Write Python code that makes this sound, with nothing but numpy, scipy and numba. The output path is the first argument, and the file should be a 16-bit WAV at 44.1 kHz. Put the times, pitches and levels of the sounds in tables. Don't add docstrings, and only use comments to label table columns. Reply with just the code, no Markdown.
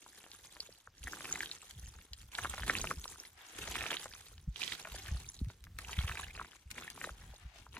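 import sys
import numpy as np
from scipy import signal
from scipy.fft import rfft, irfft, next_fast_len
from scipy.io import wavfile
from numba import njit

SR = 44100
rng = np.random.default_rng(int(sys.argv[2]) if len(sys.argv) > 2 else 0)


def bounce(signal):
    frames = np.transpose(np.atleast_2d(signal))
    limited = np.clip(frames, -1, 1)
    pcm = np.round(limited * 32767).astype(np.int16)
    wavfile.write(sys.argv[1], SR, pcm)


N = 343539
PORT_LAG_S = .000065
LOW_PAN_DB = 1.5

ATTACK_DB_PER_S, RELEASE_DB_PER_S, TICKING_DB_PER_S = 329, 150, 42
# drag/dB, fine crackle/dB, squelch/dB
REST_DB = [-84, -91, -88]
# drag/dB, fine crackle/dB, squelch/dB
AFTER_STROKE_DB = [-19, -9.5, -36]
# t/s, length/s, drag level/dB, swell/dB, fine/dB re drag, squelch/dB re drag, pan/dB
HAND_STROKES = [(0.019, .64, -65.5, 2, 3.5, -14, -1), (0.72, .07, -71, -3, 4, -16, -2),
                (1.0, .05, -63, 6, 4.5, -15, -4), (1.07, .37, -54.5, 3, 1, -7, -2),
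                (1.499, .05, -56, -3, -0.5, -15, -1), (1.619, .26, -64, -1.5, 3.5, -25, -0.5),
                (1.94, .14, -67, -3, -0.5, -13.5, 0), (2.194, .04, -69, -0.5, 8.5, -21, -3),
                (2.35, .25, -52.5, 0, 0, -25, -4), (2.678, .09, -49, 0, 0.5, -4, -6.5),
                (2.812, .09, -54.5, -1, 4, 1.5, -0.5), (3.041, .09, -60.5, 1, 7, -11.5, -2),
                (3.198, .03, -58, -0.5, -1.5, -16, 0), (3.4, .11, -66, 5, 3, -27, -4),
                (3.562, .16, -50, 4, -0.5, -11, -0.5), (3.749, .19, -47, 2, -3.5, -15, -7),
                (4.021, .3, -62.5, -7, 3, -17, -1), (4.61, .12, -52, -2, -1, -12.5, -10.5),
                (4.78, .43, -57.5, -1, 0.5, -14, -2), (5.271, .1, -69, -3, 8.5, -22, -4),
                (5.504, .03, -66, -6, -2, -4, -4), (5.809, .11, -57, 5, -1.5, -20, -2),
                (5.965, .23, -52, 1, -3.5, -34, -4), (6.242, .03, -57, -2, -5, -26, 8),
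                (6.35, .08, -58, 1, -5, -5.5, 0), (6.519, .03, -64, -1, 0.5, -30, 10),
                (6.77, .08, -52.5, 2, -5, -12, 0), (6.967, .11, -58, -1, 0.5, -6.5, 1.5),
                (7.16, .23, -65, -1, 0, -30, -1), (7.576, .02, -65, 0, 1, -6, 11),
                (7.73, .06, -62, 4.5, -3, -3.5, 9)]


def stroking():
    t = np.arange(0, N, 32) / SR
    layers = undb(REST_DB)[:, None] ** 2
    weighted_pan = 0
    for start, length, db, swell_db, fine_db, squelch_db, pan_db in HAND_STROKES:
        held_db = db + swell_db * (np.clip((t - start) / length, 0, 1) - .5)
        held_db -= ATTACK_DB_PER_S * np.maximum(start - t, 0)
        after_s = np.maximum(t - start - length, 0)
        ticking_db = np.array(AFTER_STROKE_DB)[:, None] - TICKING_DB_PER_S * after_s
        power = undb(held_db - RELEASE_DB_PER_S * after_s) ** 2 + undb(held_db + ticking_db) ** 2
        layers = layers + power * undb([0, fine_db, squelch_db])[:, None] ** 2
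        weighted_pan = weighted_pan + power[0] * pan_db
    return curves(np.transpose([t, *(10 * np.log10(layers)), weighted_pan / layers[0]]))


FILM_DB, FILM_DB_PER_DB = -2.5, 0.067
FACING_DB_PER_DB = 0.032
# f/Hz, level/dB
CLAY_THROUGH_MIC = [(88, -12.5), (150, 6.5), (376, 5), (637, -8), (759, -3.5), (1240, -6), (1690, -4),
                    (3160, -5.5), (5250, -10), (6260, -5), (9080, -9.5), (10400, -5), (11900, -23.5),
                    (13400, -7), (16000, -50)]


def smearing(drag_db, fine_db, squelch_db, pan_db):
    slip = undb(3 * walk(260) + 2 * walk(70))
    grains = crackle(undb(.35 * drag_db), slip ** 2, cycles=1.48, spread_db=5,
                     pan_spread_db=-2.0, lag_spread_s=.00005, count=48000)
    stereo_treble = colour(rng.standard_normal((2, N)), [(300, -29.0), (1500, 12.5), (4000, 9.5)])
    film = unit(slip * (rng.standard_normal(N) + stereo_treble))
    film_db = FILM_DB + FILM_DB_PER_DB * (drag_db - drag_db.max())
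    clay = colour(grains + undb(film_db) * film, CLAY_THROUGH_MIC)
    squelch = unit(colour(clay, [(150, 3.0), (500, 6.0), (800, -37.0), (1400, -62), (3000, -91)]))
    furrows = unit(colour(clay, [(250, -10.5), (500, 5.5), (750, 11.5), (3800, 11.5),
                                 (6000, -9.0), (12000, -26.0)]))
    fizz = unit(colour(clay, [(1500, -92), (3200, -4.0), (5000, 4.5)]))
    treble = colour(furrows, [(900, -40), (1700, -10), (2600, 0)])
    furrows += (undb(sides(pan_db) + FACING_DB_PER_DB * np.abs(pan_db)) - 1) * treble
    return (squelch * undb(squelch_db + sides(LOW_PAN_DB))
            + furrows * undb(drag_db)
            + fizz * undb(fine_db + 0.21 * sides(pan_db)))


def crackle(pace, flurry, cycles, spread_db, pan_spread_db, lag_spread_s, count):
    when, pitch, tear, sign = rng.random((count, 4)).T
    length, pan, lag = rng.standard_normal((count, 3)).T
    t = np.arange(N) / SR
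    chance = np.cumsum(pace * flurry)
    start = np.interp(when, chance / chance[-1], t)
    hz = 120 + 15000 * pitch ** 2.4
    size_db = spread_db * np.minimum(hz / 1200, 1) ** 0.4 * np.minimum(-np.log(1 - tear), 4.8)
    gain = np.sign(sign - .5) * undb(size_db) * hz ** 0.31 / np.sqrt(np.interp(start, t, pace))
    ring_cycles = cycles * (hz / 2000) ** .5 * undb(2.89 * length)
    return unit(at_ports(start, gain, hz, ring_cycles, glide=0.0094, pan_db=pan_spread_db * pan * pitch,
                         lag_s=PORT_LAG_S + lag_spread_s * lag))


POCKET_GLIDE, SHADE_HZ = .12, 2320
GULP_DELAY_S, GULP_DB, GULP_PITCH_RATIO = 0.0012, -20.5, 0.485
# t/s, peak level/dB, f/Hz, rise/cycles
POCKET_POPS = [(0.063, -42.5, 1090, 0.99), (0.241, -37, 1885, 0.25), (0.2645, -41, 1690, 0.51),
               (0.3164, -35.5, 4210, 1.34), (0.567, -37.5, 1530, 0.52), (0.6037, -26.5, 5050, 3.5),
               (0.7255, -42, 5000, 1.3), (0.788, -49, 8250, 2), (0.8739, -39, 1380, 1.17),
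               (1.031, -40, 3200, 1.3), (1.038, -39, 3166, 1.1), (1.0715, -30, 1710, 1.7),
               (1.0796, -31.5, 1700, 1.44), (1.133, -32, 1500, 1.44), (1.2073, -31.5, 1430, 0.49),
               (1.2454, -28, 2140, 0.34), (1.2541, -28, 2100, 0.83), (1.3253, -22, 6330, 8.6),
               (1.3568, -27, 2090, 1.03), (1.4061, -23.5, 1940, 1.06), (1.4309, -30, 1680, 2.3),
               (1.4594, -29, 3500, 0.88), (1.5135, -27.5, 4250, 3.2), (2.1338, -28, 4370, 1.04),
               (2.3514, -25.5, 3500, 1.1), (2.3852, -25, 1560, 0.97), (2.3878, -25, 1650, 1.43),
               (2.4361, -30.5, 2700, 0.65), (2.4475, -23.5, 1290, 0.55), (2.4546, -25.5, 1330, 1.5),
               (2.497, -27, 7750, 4.8), (2.539, -26, 1290, 0.26), (2.5803, -28, 1490, 0.72),
               (2.5967, -34, 1620, 0.53), (2.6334, -28, 1580, 1.3), (2.6792, -24.5, 1680, 0.32),
               (2.6892, -30, 2060, 0.49), (2.6973, -13, 1740, 1.11), (2.7071, -25, 4600, 0.63),
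               (2.7362, -33, 1610, 0.68), (2.7524, -20.5, 2320, 1.35), (2.7633, -32, 2450, 1.2),
               (2.7851, -30, 4600, 3.8), (2.814, -27.5, 6020, 8.2), (2.8428, -23, 1520, 0.52),
               (2.872, -26.5, 2510, 1.6), (2.907, -29, 1920, 0.81), (2.9115, -22, 1390, 1.76),
               (3.042, -31, 3440, 1.25), (3.0557, -34, 1040, 0.85), (3.079, -31, 5400, 2.8),
               (3.2, -32.5, 6200, 3.7), (3.6396, -35, 2980, 1.46), (3.676, -24.5, 2620, 0.54),
               (3.7486, -30, 2430, 0.58), (3.7558, -24, 1710, 0.87), (3.7653, -28, 2240, 1.34),
               (3.7872, -29, 2930, 1.4), (3.809, -26, 2280, 0.74), (3.8171, -26, 2010, 0.96),
               (3.8393, -28, 2150, 0.88), (3.8643, -25, 2670, 1.2), (3.9043, -30, 2180, 1.4),
               (3.9075, -23.5, 3080, 1.3), (3.9159, -18, 2550, 0.55), (3.93, -23.5, 2320, 1.25),
               (3.9692, -24.5, 3400, 1.7), (4.058, -32, 1150, 0.47), (4.137, -32, 3350, 0.75),
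               (4.38, -40, 3320, 0.61), (4.56, -28.5, 3100, 0.97), (4.6177, -25.5, 2780, 2.7),
               (4.6306, -23.5, 2640, 0.98), (4.6362, -23, 3600, 1.16), (4.678, -25, 3370, 1.5),
               (4.721, -28.5, 2070, 2.1), (4.7234, -25.5, 3580, 1.4), (4.7509, -33.5, 3550, 1.5),
               (4.8527, -31, 1590, 0.69), (4.8725, -34, 1500, 0.5), (4.984, -34.5, 3320, 1),
               (5.061, -33, 3540, 0.92), (5.0846, -40.5, 1600, 3.1), (5.2895, -29.5, 6340, 3.1),
               (5.3525, -45, 6000, 2.2), (5.391, -39.5, 4460, 2), (5.5013, -37, 1460, 0.32),
               (5.669, -45, 1580, 0.78), (5.7892, -29.5, 1710, 0.94), (5.848, -35.5, 2800, 2.1),
               (5.8935, -36.5, 1220, 1.3), (5.9307, -26.5, 2570, 0.62), (5.9888, -26, 3130, 2.2),
               (6.0167, -34, 2610, 1), (6.077, -30.5, 2780, 1.1), (6.0802, -26, 2330, 0.57),
               (6.0955, -26.5, 1680, 0.77), (6.114, -29.5, 1670, 1.8), (6.1544, -33, 1690, 1.2),
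               (6.172, -30, 2600, 2.6), (6.1745, -34, 1650, 1.8), (6.1956, -32, 1140, 0.72),
               (6.2177, -41, 3000, 2.6), (6.3512, -35, 2330, 0.78), (6.377, -33.5, 1730, 0.63),
               (6.3964, -28, 1530, 1.5), (6.4133, -32, 1240, 1.43), (6.447, -37.5, 1520, 0.57),
               (6.7808, -31, 1920, 1.6), (6.8774, -35, 1960, 3.9), (7.0142, -27, 1650, 0.86),
               (7.0418, -26, 1850, 0.97), (7.045, -29.5, 1430, 0.8), (7.0921, -33, 1440, 1.1),
               (7.7678, -30.5, 2230, 0.81), (7.7695, -32.5, 1430, 0.94)]


def popping(drag_db, hand_pan_db):
    start, db, hz, cycles = np.vstack([POCKET_POPS, middling_pops(drag_db, count=90)]).T.copy()
    cycles = np.maximum(cycles, .3)
    shade = 1 / (1 + (SHADE_HZ / hz) ** 4)
    pan_db = LOW_PAN_DB * (1 - shade) + shade * np.interp(start, np.arange(N) / SR, hand_pan_db)
    glide = POCKET_GLIDE * (2 * rng.random(len(hz)) - 1)
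    cavities = at_ports(start, undb(db), hz, cycles, glide, pan_db)
    threads = shredding(start, db, hz, pan_db, count=12)
    gulps = at_ports(start + GULP_DELAY_S, undb(db + GULP_DB) * (1 - shade), hz * GULP_PITCH_RATIO,
                     cycles=1.654, glide=-0.12, pan_db=LOW_PAN_DB)
    return cavities + threads + gulps


POP_OVER_DRAG_DB, POP_SCATTER_DB = 8.5, 9.5
POP_HZ, POP_SCATTER_OCTAVES, POP_CYCLES = 1960, 0.59, 1.29


def middling_pops(drag_db, count):
    when = rng.random(count)
    size, pitch, length = np.clip(rng.standard_normal((count, 3)).T, -2, 2)
    chance = np.cumsum(undb(.8 * drag_db))
    at = np.searchsorted(chance / chance[-1], when)
    db = drag_db[at] + POP_OVER_DRAG_DB + POP_SCATTER_DB * np.minimum(size, 1)
    hz = np.minimum(POP_HZ * 2 ** (POP_SCATTER_OCTAVES * pitch), SR / 4)
    cycles = POP_CYCLES * (hz / POP_HZ) ** .5 * undb(2 * length)
    return np.transpose([at / SR, db, hz, cycles])


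SHRED_DB, SHRED_FADE_DB, SHRED_RUN_S = -12, 9, .004
SHRED_SCATTER_OCTAVES, SHRED_CYCLES = .5, 0.79


def shredding(start, db, hz, pan_db, count):
    start, db, hz, pan_db = np.repeat([start, db, hz, pan_db], count, axis=1)
    when, pitch, size, sign = rng.standard_normal((len(start), 4)).T
    when = when + .5
    late = np.abs(when)
    delay_s = SHRED_RUN_S * np.maximum(when, -late / 2)
    thread_hz = np.minimum(hz * 2 ** (SHRED_SCATTER_OCTAVES * np.clip(pitch, -2, 2)), SR / 4)
    gain = np.sign(sign) * undb(db + SHRED_DB - SHRED_FADE_DB * late + np.minimum(2 * size, 2))
    cycles = SHRED_CYCLES * (thread_hz / POP_HZ) ** .5
    return at_ports(start + delay_s, gain, thread_hz, cycles, glide=0, pan_db=pan_db)


SLIDE_TRIM_DB, SLIDE_FLUTTER_DB, SLIDE_GRIT_DB, SLIDE_FADE_S = -5.5, 3.5, 1, 0.028
SWISH_WIDTH_SHARE, PALM_HZ, PALM_WIDTH_SHARE = 1.58, 754., 0.18
# t/s, length/s, level before trim/dB, start f/Hz, end f/Hz, hollow/dB re swish, pan/dB
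PALM_SLIDES = [(3.387, 0.37, -54.5, 1650, 2100, -10, 2), (3.679, 0.24, -54, 2700, 3140, -1.5, -12),
               (4.606, 0.12, -42.5, 3500, 3350, -27, -5.5), (4.801, 0.4, -58, 1900, 3120, -7.5, 2),
               (7.154, 0.19, -65, 1670, 1480, -2, 10), (7.399, 0.2, -61, 1653, 2220, -10.5, 7),
               (7.562, 0.025, -57.5, 2887, 3340, -3, 1)]


def sliding():
    out = np.zeros((2, N))
    for start, length, db, from_hz, to_hz, palm_db, pan_db in PALM_SLIDES:
        span = np.arange(int((start - .1) * SR), min(int((start + length + .1) * SR), N))
        age = span / SR - start
        hz = np.interp(age, [0, length], [from_hz, to_hz])
        outside_s = np.maximum(-age, 0) + np.maximum(age - length, 0)
        rough_db = SLIDE_FLUTTER_DB * walk(300)[span] + SLIDE_GRIT_DB * walk(1500)[span]
        envelope = np.exp(-outside_s / SLIDE_FADE_S) * undb(db + rough_db + SLIDE_TRIM_DB)
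        shared, left, right, deep = rng.standard_normal((4, N // 8))[:, :len(span)]
        swish = shared + 2.8 * np.array([left, right])
        for _ in range(2):
            swish = np.array([resonance(port, hz, SWISH_WIDTH_SHARE) for port in swish])
        hollow = unit(resonance(deep, np.full(len(span), PALM_HZ), PALM_WIDTH_SHARE))
        out[:, span] += envelope * (unit(swish) * undb(sides(pan_db)) + undb(palm_db) * hollow)
    return out


# f/Hz, level/dB
SPIT_SPECTRUM = [(300, -27), (1800, 13), (7000, 8), (10500, 4), (12000, 0), (13500, 7), (16000, -15)]
# t/s, peak rms level/dB, rise/s, pan/dB
SUCTION_SPITS = [(1.709, -43, 0.00083, -2), (2.132, -45, 0.00069, 1), (2.187, -56, 0.00084, 2),
                 (2.214, -54, 0.0016, 0), (5.4469, -43, 0.00013, -2), (5.64, -46, 0.00058, 3),
                 (5.65, -56, 0.00082, -1), (5.786, -39.5, 0.0014, -1), (6.703, -47.5, 0.0028, -1),
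                 (6.712, -40.5, 0.0014, 4), (6.9014, -36.5, 0.0006, 5)]


def spitting():
    envelope = np.zeros((2, N))
    for start, db, rise_s, pan_db in SUCTION_SPITS:
        first = int(start * SR)
        age = np.arange(1024) / SR / rise_s
        envelope[:, first:first + len(age)] += age * np.exp(1 - age) * undb(db + sides(pan_db))
    noise = rng.standard_normal(N) + 6.0 * rng.standard_normal((2, N))
    return envelope * unit(colour(noise, SPIT_SPECTRUM))


# t/s, peak level/dB, f/Hz
MUD_PLOPS = [(0.597, -53, 597), (0.689, -50.5, 610), (2.698, -32, 796), (3.679, -42, 785),
             (3.819, -43, 840), (3.866, -46, 810), (3.922, -38.5, 756), (4.944, -41.5, 810),
             (6.976, -41, 1300), (6.782, -48.5, 724), (7.046, -49.5, 716), (7.071, -39, 895),
             (7.094, -48, 800), (7.336, -48.5, 890), (7.665, -44.5, 1510)]


def plopping():
    start, db, hz = np.transpose(MUD_PLOPS).copy()
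    return at_ports(start, undb(db), hz, cycles=2.2, glide=-0.344, pan_db=0)


# t/s, peak level/dB, f/Hz
GAP_SQUEAKS = [(6.23, -40.5, 1534), (6.241, -38, 2590), (6.305, -45.5, 2140), (6.364, -45, 3800)]


def squeaking():
    start, db, hz = np.transpose(GAP_SQUEAKS).copy()
    return at_ports(start, undb(db), hz, cycles=6.3, glide=0.12, pan_db=-5)


KNOCK_CYCLES, KNOCK_ONSET, FIRM_KNOCK_DB = 1.02, 1.46, -38
CASE_HZ, CASE_CYCLES, CASE_DB, CASE_DB_PER_DB = 174.5, 2.1, -50, 1.23
# crest t/s, peak level/dB, f/Hz
GRIP_KNOCKS = [(1.02, -45, 63.8), (1.058, -43, 69.6), (1.77, -46, 111), (1.793, -44, 68.6),
               (1.842, -42.5, 62.5), (1.883, -44.5, 78.5), (1.969, -48.5, 68), (2.124, -46, 67),
               (2.506, -43.5, 72.6), (2.622, -38, 62.3), (2.982, -37.5, 68.4), (3.704, -42.5, 66),
               (4.482, -38.5, 170), (4.489, -32.5, 61.5), (4.928, -42.5, 58), (5.091, -40, 90),
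               (5.125, -29.5, 69), (5.154, -33.5, 60), (5.417, -35.5, 250), (5.429, -30, 66),
               (5.476, -37, 117), (5.859, -45, 62.6), (5.991, -25.5, 70.5), (6.048, -31, 81),
               (6.106, -43, 84), (6.275, -43.5, 67.5), (6.669, -46, 72.6), (7.121, -43, 60),
               (7.305, -43, 66.7), (7.462, -41, 64.5)]


def knocking():
    crest, db, hz = np.transpose(GRIP_KNOCKS).copy()
    each = np.ones(len(hz))
    knocks = rings(crest - KNOCK_CYCLES / hz, undb(db), hz, KNOCK_CYCLES * each,
                   glide=-0.083 * each, onset=KNOCK_ONSET)
    case_db = CASE_DB + CASE_DB_PER_DB * (db - FIRM_KNOCK_DB)
    case = rings(crest - CASE_CYCLES / CASE_HZ, undb(case_db), CASE_HZ * each, CASE_CYCLES * each,
                 glide=-0.39 * each, onset=KNOCK_ONSET)
    return knocks + case


GRIP_WAVER_DB = 5
# f/Hz, level/dB
BODY_SPECTRUM = [(18, -37), (35, -4.5), (60, -2), (90, -5), (150, -16), (300, -29), (800, -51)]
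# t/s, level/dB
GRIP_LEVELS = [(0, -77.5), (.9, -71), (1.08, -62), (1.62, -70.5), (1.8, -55), (2.03, -68), (2.45, -55.5),
               (2.87, -52), (3.07, -70), (3.5, -78.5), (3.65, -56.5), (4.02, -70), (4.35, -56),
               (4.85, -67.5), (5.2, -49), (5.32, -60.5), (5.47, -56), (5.6, -61), (5.76, -55.5),
               (6.12, -48.5), (6.35, -53.5), (6.55, -74.5), (6.82, -58.5), (7.0, -65), (7.3, -58),
               (7.79, -62)]


def rubbing():
    grip_db, = curves(GRIP_LEVELS)
    rumble = unit(colour(rng.standard_normal(N), BODY_SPECTRUM))
    return rumble * undb(grip_db + GRIP_WAVER_DB * walk(18))


AIR_DB = -75
# f/Hz, level/dB
HUSH_THROUGH_MIC = [(20, -15), (70, -32), (300, -6), (1400, -3.5), (6500, -9.5), (10500, -31), (12000, -30),
                    (13500, -13), (16000, -66)]


def open_air():
    noise = rng.standard_normal(N) + .5 * rng.standard_normal((2, N))
    return undb(AIR_DB) * unit(colour(noise, HUSH_THROUGH_MIC))


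def ground(x, wet_db, t60_s, change_hz, count):
    t = np.arange(1024) / SR
    envelope = undb(-60 * t / t60_s) * (1 - np.exp(-t / 0.00019))
    scatter = 0
    for _ in range(count):
        shared, left, right = rng.standard_normal((3, len(t)))
        tails = (shared + 0.048 * np.array([left, right])) * envelope
        tails /= np.sqrt(count * np.mean(np.sum(tails ** 2, axis=1)))
        echoes = np.array([signal.oaconvolve(port, tail)[:N] for port, tail in zip(x, tails)])
        scatter = scatter + walk(change_hz) * echoes
    return x + undb(wet_db) * scatter


BEND_SHARE, BEND_HZ = 0.29, 1720


def at_ports(start, gain, hz, cycles, glide, pan_db, lag_s=PORT_LAG_S):
    delay_s = lag_s * (1 + BEND_SHARE / (1 + (hz / BEND_HZ) ** 2))
    each = np.ones(len(hz))
    return np.array([rings(start - side * delay_s / 2, gain * undb(side * pan_db / 2), hz,
                           cycles * each, glide * each, onset=2.46) for side in (1, -1)])


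@njit
def rings(start, gain, hz, cycles, glide, onset):
    out = np.zeros(N)
    for k in range(len(start)):
        rise_s = cycles[k] / hz[k]
        for i in range(max(int(start[k] * SR) + 1, 0), min(int((start[k] + 6 * rise_s) * SR), N)):
            age = (i / SR - start[k]) / rise_s
            turns = cycles[k] * (age - 1) * (1 + glide[k] * age / 2)
            out[i] += gain[k] * (age * np.exp(1 - age)) ** onset * np.cos(2 * np.pi * turns)
    return out


@njit
def resonance(x, hz, width_share):
    out, band, low = np.empty(len(x)), 0., 0.
    for i in range(len(x)):
        g = np.tan(np.pi * hz[i] / SR)
        out[i] = (band + g * (x[i] - low)) / (1 + g * (g + width_share))
        band, low = 2 * out[i] - band, low + 2 * g * out[i]
    return out


def colour(x, points):
    size = next_fast_len(N + 4096)
    hz, db = np.transpose(points)
    bin_hz = np.maximum(np.arange(size // 2 + 1) * SR / size, 1)
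    gain = undb(np.interp(np.log(bin_hz), np.log(hz), db))
    return irfft(rfft(x, size) * gain, size)[..., :N]


def walk(rate_hz):
    values = rng.standard_normal(N // 8)
    return np.interp(np.arange(N) * rate_hz / SR, np.arange(len(values)), values)


def curves(table):
    times, *columns = np.transpose(table)
    return [np.interp(np.arange(N) / SR, times, column) for column in columns]


def sides(pan_db):
    return np.array([[.5], [-.5]]) * pan_db


def undb(db):
    return 10 ** (np.asarray(db) / 20)


def unit(x):
    return x / np.sqrt(np.mean(x ** 2))


def scene():
    drag_db, fine_db, squelch_db, pan_db = stroking()
    clay = smearing(drag_db, fine_db, squelch_db, pan_db) + popping(drag_db, pan_db)
    clay += sliding() + spitting() + plopping() + squeaking()
    pit = ground(clay, wet_db=-7.5, t60_s=0.064, change_hz=14, count=6)
    return pit + knocking() + rubbing() + open_air()


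TOP_HZ = 15800


def record(dry):
    return signal.sosfilt(signal.ellip(8, .2, 70, TOP_HZ, fs=SR, output="sos"), dry)


dry = scene()
out = record(dry)
bounce(out)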